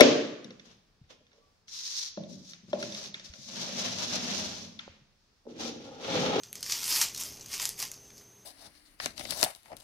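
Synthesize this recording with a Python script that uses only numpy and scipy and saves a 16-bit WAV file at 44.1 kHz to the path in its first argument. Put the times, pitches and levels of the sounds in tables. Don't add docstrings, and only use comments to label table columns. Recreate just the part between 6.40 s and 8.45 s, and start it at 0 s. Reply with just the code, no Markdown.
import sys
import numpy as np
from scipy import signal
from scipy.fft import rfft, irfft
from scipy.io import wavfile
from scipy.ndimage import uniform_filter1d

SR = 44100
rng = np.random.default_rng(int(sys.argv[2]) if len(sys.argv) > 2 else 0)


def store_wav(level_fs):
    pcm = np.round(np.clip(np.atleast_2d(level_fs), -1, 1) * 32767)
    wavfile.write(sys.argv[1], SR, pcm.T.astype(np.int16))


N = 90405
TIME_S = np.arange(N) / SR


def from_db(db):
    return 10 ** (np.asarray(db) / 20)


def rms_one(x):
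    return x / np.sqrt(np.mean(x ** 2) + 1e-20)


def at_hz(points, hz):
    point_hz, point_db = np.transpose(points)
    return np.interp(np.log(hz + 1e-9), np.log(point_hz), point_db)


def at_time(points):
    return np.interp(TIME_S, *np.transpose(points))


def band(x, low_hz, high_hz):
    sos = signal.butter(2, [low_hz, high_hz], "band", fs=SR, output="sos")
    return signal.sosfilt(sos, x + 1e-18)


def resonance(x, hz, width_hz):
    r = np.exp(-np.pi * width_hz / SR)
    numerator = np.array([1, 0, -1]) * (1 - r * r) / 2
    denominator = [1, -2 * r * np.cos(2 * np.pi * hz / SR), r * r]
    return signal.lfilter(numerator, denominator, x + 1e-18)


def noise(spectrum):
    gain = from_db(at_hz(spectrum, np.fft.rfftfreq(N, 1 / SR)))
    return rms_one(irfft(rfft(rng.standard_normal(N)) * gain, N))


def drift(corner_hz):
    r = np.exp(-2 * np.pi * corner_hz / SR)
    wander = signal.lfilter([1], [1, -2 * r, r * r], rng.standard_normal(N + SR))
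    return rms_one(wander[SR:])


def add(out, start_s, sound):
    i = max(int(start_s * SR), 0)
    out[i:i + len(sound)] += sound[:max(N - i, 0)]


# (frequency [Hz], relative density [dB per Hz])
RUMBLE_SPECTRUM = [(25, -30), (70, -13), (125, -5.5), (250, -7), (450, -10.5), (600, -15.5), (2000, -19),
                   (5000, -21), (7500, -23.5), (14500, -23)]
RUMBLE_RMS_DB = -61


def rumble():
    return from_db(RUMBLE_RMS_DB) * noise(RUMBLE_SPECTRUM)


# (frequency [Hz], RMS level [dB])
HUM_TONES = [(120, -69.5), (409, -70)]


def hum():
    out = np.zeros(N)
    for hz, db in HUM_TONES:
        out += from_db(db) * rms_one(np.sin(2 * np.pi * (hz * TIME_S + rng.random())))
    return out


# (time [s], level [dB])
WHINE_CURVE = [(0, -59), (1.55, -56.5), (1.9, -60), (2.05, -62)]
REST_HZ, MEAN_SQUARE_SAG_HZ, SAG_LIMIT = 6370, 129, 2.4
JITTER_RMS_HZ, JITTER_HZ_PER_SAG_HZ = 79, .6
SAG_CORNER_HZ, JITTER_CORNER_HZ = 45, 351


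def whine():
    sag_hz = MEAN_SQUARE_SAG_HZ * np.minimum(drift(SAG_CORNER_HZ) ** 2, SAG_LIMIT)
    jitter_hz = (JITTER_RMS_HZ + JITTER_HZ_PER_SAG_HZ * sag_hz) * drift(JITTER_CORNER_HZ)
    pitch_hz = REST_HZ - sag_hz + jitter_hz
    tone = np.sin(2 * np.pi * np.cumsum(pitch_hz) / SR)
    return from_db(at_time(WHINE_CURVE)) * rms_one(tone)


# (frequency [Hz], relative density [dB per Hz])
RUSTLE_SPECTRUM = [(30, -5.5), (70, -1.5), (130, -1.5), (300, -6), (700, -10.5), (2000, -32)]
# (time [s], level [dB])
RUSTLE_CURVE = [(0, -67.5), (.2, -53.5), (.5, -55), (.85, -50.5), (1.45, -54.5), (1.65, -58), (1.78, -57),
                (2.05, -73)]
RUSTLE_TRIM_DB = -5.5


def rustle():
    return from_db(at_time(RUSTLE_CURVE) + RUSTLE_TRIM_DB) * noise(RUSTLE_SPECTRUM)


ROOM_DB, ROOM_T60_S, ROOM_LOWPASS_HZ, ROOM_GAP_S = -4.5, 0.17, 8640, 0.0025
HAND_MOVE_S, HAND_PLACES = .06, 6


def kitchen(x):
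    t = TIME_S[:SR // 2]
    out = np.zeros(N)
    place = (TIME_S / HAND_MOVE_S).astype(int) % HAND_PLACES
    lowpass = signal.butter(2, ROOM_LOWPASS_HZ, fs=SR)
    for k in range(HAND_PLACES):
        tail = rng.standard_normal(len(t)) * from_db(-60 * t / ROOM_T60_S) * (t > ROOM_GAP_S)
        tail = signal.lfilter(*lowpass, tail / np.linalg.norm(tail))
        out += signal.fftconvolve(x * (place == k), tail)[:N]
    return from_db(ROOM_DB) * out


# (time [s], peak level [dB], pitch [Hz])
TOUCH_KNOCKS = [(1.199, -39.5, 1020), (1.228, -40, 880), (1.427, -39.5, 833)]
KNOCK_WIDTH_HZ, KNOCK_DECAY_S = 310, 0.0037


def knocks():
    out, t = np.zeros(N), TIME_S[:SR // 25]
    for start_s, db, hz in TOUCH_KNOCKS:
        burst = rng.standard_normal(len(t)) * np.exp(-t / KNOCK_DECAY_S)
        knock = resonance(burst, hz, KNOCK_WIDTH_HZ)
        knock = resonance(knock, hz, KNOCK_WIDTH_HZ)
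        add(out, start_s, from_db(db) * knock / np.abs(knock).max())
    return out


# (time [s], drive before the boost [dB], brightest [Hz], splinters re pulse [dB])
CLEAN_BREAKS = [(0.1295, -15, 6500, -4), (0.569, -14, 5500, -28), (0.585, -8, 7000, -12),
                (0.7362, -29, 11100, -18), (0.7456, -23, 10000, -22), (1.2546, -12, 9600, 4),
                (1.2919, -5.5, 9100, -14), (1.5165, -33, 9000, 6)]
TICK_BOOST_DB, TICK_WIDTH_HZ, SPLINTER_DECAY_S = 3, 6100, 0.00025


def ticks():
    out, t = np.zeros(N), TIME_S[:SR // 50]
    for start_s, db, hz, splinter_db in CLEAN_BREAKS:
        splinters = rng.standard_normal(len(t)) * np.exp(-t / SPLINTER_DECAY_S)
        crack = (t == 0) + from_db(splinter_db) * splinters
        add(out, start_s, from_db(db + TICK_BOOST_DB) * resonance(crack, hz, TICK_WIDTH_HZ))
    return out


# (time [s], level before register gain [dB], body re middle [dB], crisp re middle [dB])
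FLAKE_SNAPS = [(0.0333, -24, -21, -21), (0.1536, -22.5, -18.5, -11.5), (0.2064, -31, -21, -6.5),
               (0.2276, -15, -20.5, -16), (0.2621, -22.5, -15, -10.5), (0.297, -17, -16, -26),
               (0.3207, -8.5, -22, -19), (0.4297, -18, -17, -15), (0.4402, -17, -24, -10),
               (0.453, -20, -22, -20), (0.479, -16, -19, -17), (0.5032, -17, -39, -20),
               (0.5262, -20, -9, -19), (0.5609, -16, -11.5, -31), (0.614, -6.5, -17.5, -16),
               (0.6838, -23, -25, -23), (0.7459, -19.5, -25, -14), (0.7604, -22.5, -35, -15),
               (0.7763, -20, -27, -11), (0.8042, -26, -17, -6), (0.8552, -25, -19, -15),
               (0.8871, -30, -19, -12), (0.9696, -33, -17, -15), (1.0093, -26, -32, -34),
               (1.0594, -27.5, -18.5, -12), (1.1403, -19, -17, -28), (1.1973, -16, -14, -15),
               (1.3092, -39, -37, -10), (1.3992, -19, -22, -12), (1.4248, -15, -15.5, -9),
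               (1.515, -23.5, -19.5, -20), (1.5402, -32, -31, -15), (1.703, -39, -10.5, -21),
               (1.8108, -48.5, -4, -24)]
# (low edge [Hz], high edge [Hz])
SNAP_BANDS = [(1300, 3600), (4400, 7300), (7800, 16000)]
SNAP_GAINS_DB = [-14.5, -23, -16]
SNAP_DECAYS_S = [0.0018, 0.002, 0.0027]
SNAP_DELAY_S = .001


def snaps():
    out, t = np.zeros(N), TIME_S[:SR // 50]
    for snap_s, db, body_db, crisp_db in FLAKE_SNAPS:
        tints_db = (body_db, 0, crisp_db)
        for (low, high), tint_db, gain_db, decay_s in zip(
                SNAP_BANDS, tints_db, SNAP_GAINS_DB, SNAP_DECAYS_S):
            crack = rng.standard_normal(len(t)) * np.exp(-t / decay_s)
            level = from_db(db + tint_db + gain_db)
            add(out, snap_s + SNAP_DELAY_S, level * rms_one(band(crack, low, high)))
    return out


# (greatest force time [s], level [dB], rise [s], fall [s], body [dB], crispness [dB])
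HAND_SQUEEZES = [(0.045, -54, .015, .12, 0, -5), (0.160, -47, .025, .14, -3, -3),
                 (0.245, -43, .04, .12, -4, -4), (0.315, -32.5, .075, .22, 0, -1),
                 (0.510, -30, .15, .12, -2, 1), (0.570, -27, .12, .1, 0, 0),
                 (0.618, -25, .045, .065, 4, -2), (0.685, -45, .03, .12, 1, -3),
                 (0.750, -45, .02, .08, -6, -3), (0.808, -36, .07, .145, -2, 1),
                 (0.930, -52, .05, .15, 0, 1), (1.010, -52, .08, .25, 0, -2), (1.142, -35, .065, .08, 2, 1),
                 (1.220, -32.5, .055, .105, 3, 1), (1.305, -48, .03, .05, -6, 2),
                 (1.402, -34.5, .035, .06, 0, 0), (1.428, -36, .025, .075, 2, 0),
                 (1.535, -53, .04, .15, -3, -3), (1.650, -60, .1, .2, 0, -2), (1.782, -55, .06, .1, -1, 2)]
# (frequency [Hz], relative density [dB per Hz])
FRACTURE_SPECTRUM = [(200, -16.5), (700, -19.5), (1050, -7.5), (1550, -15), (2100, -5.5), (2800, -5),
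                     (3300, -4), (3900, -7.5), (5100, 2.5), (6400, 0), (8500, -6), (12000, -6), (14500, -5)]
FORCED_RATE_HZ, RATE_FORCE_DB, RATE_EXPONENT, IDLE_RATE_HZ = 3800, -30.5, .45, 150
SIZE_SPREAD_DB, SIZE_LIMIT = 3, 6.3
COLOUR_SPREAD = 0.31
PATCH_RMS_DB, PATCH_CORNER_HZ = 1.9, 14.2


def crumbling():
    peak_s, db, rise_s, fall_s, body_db, crisp_db = np.transpose(HAND_SQUEEZES)[:, :, None]
    slope = np.maximum((peak_s - TIME_S) / rise_s, (TIME_S - peak_s) / fall_s).clip(0, 10)
    powers = from_db(db - 20 * slope) ** 2
    force = np.sqrt(powers.sum(0))
    rate_hz = FORCED_RATE_HZ * (force / from_db(RATE_FORCE_DB)) ** RATE_EXPONENT + IDLE_RATE_HZ

    sizes = from_db(SIZE_SPREAD_DB * np.minimum(rng.exponential(1, N), SIZE_LIMIT))
    clicks = (rng.random(N) < rate_hz / SR) * sizes * rng.choice([-1, 1], N)
    local_power = np.abs(uniform_filter1d(clicks ** 2, size=700))
    clicks = clicks / np.sqrt(local_power + 0.0072)

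    edges_hz = np.geomspace(200, 16000, 25)
    centres_hz = np.sqrt(edges_hz[1:] * edges_hz[:-1])
    gains = from_db(at_hz(FRACTURE_SPECTRUM, centres_hz)) * np.sqrt(np.diff(edges_hz))
    gains = gains / np.linalg.norm(gains)
    out = np.zeros(N)
    for low, high, hz, gain in zip(edges_hz[:-1], edges_hz[1:], centres_hz, gains):
        body_weight = at_hz([(2500, 0.37), (5000, 0)], hz)
        crisp_weight = at_hz([(6000, 0), (9500, 1)], hz)
        tint_db = body_db * body_weight + crisp_db * crisp_weight
        level = np.sqrt((powers * from_db(tint_db) ** 2).sum(0))
        colour = COLOUR_SPREAD * rng.standard_normal(N) + rng.choice([-1, 1], N)
        patches = from_db(PATCH_RMS_DB * drift(PATCH_CORNER_HZ))
        out += gain * level * rms_one(patches * band(clicks * colour, low, high))
    return out


def scene():
    background = rumble() + hum() + whine() + rustle()
    seaweed = knocks() + ticks() + snaps() + crumbling()
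    return np.tile(background + kitchen(seaweed) + seaweed, (2, 1))


def record(dry):
    return signal.sosfilt(signal.ellip(10, .2, 70, 14500, fs=SR, output="sos"), dry)


dry = scene()
out = record(dry)
store_wav(out)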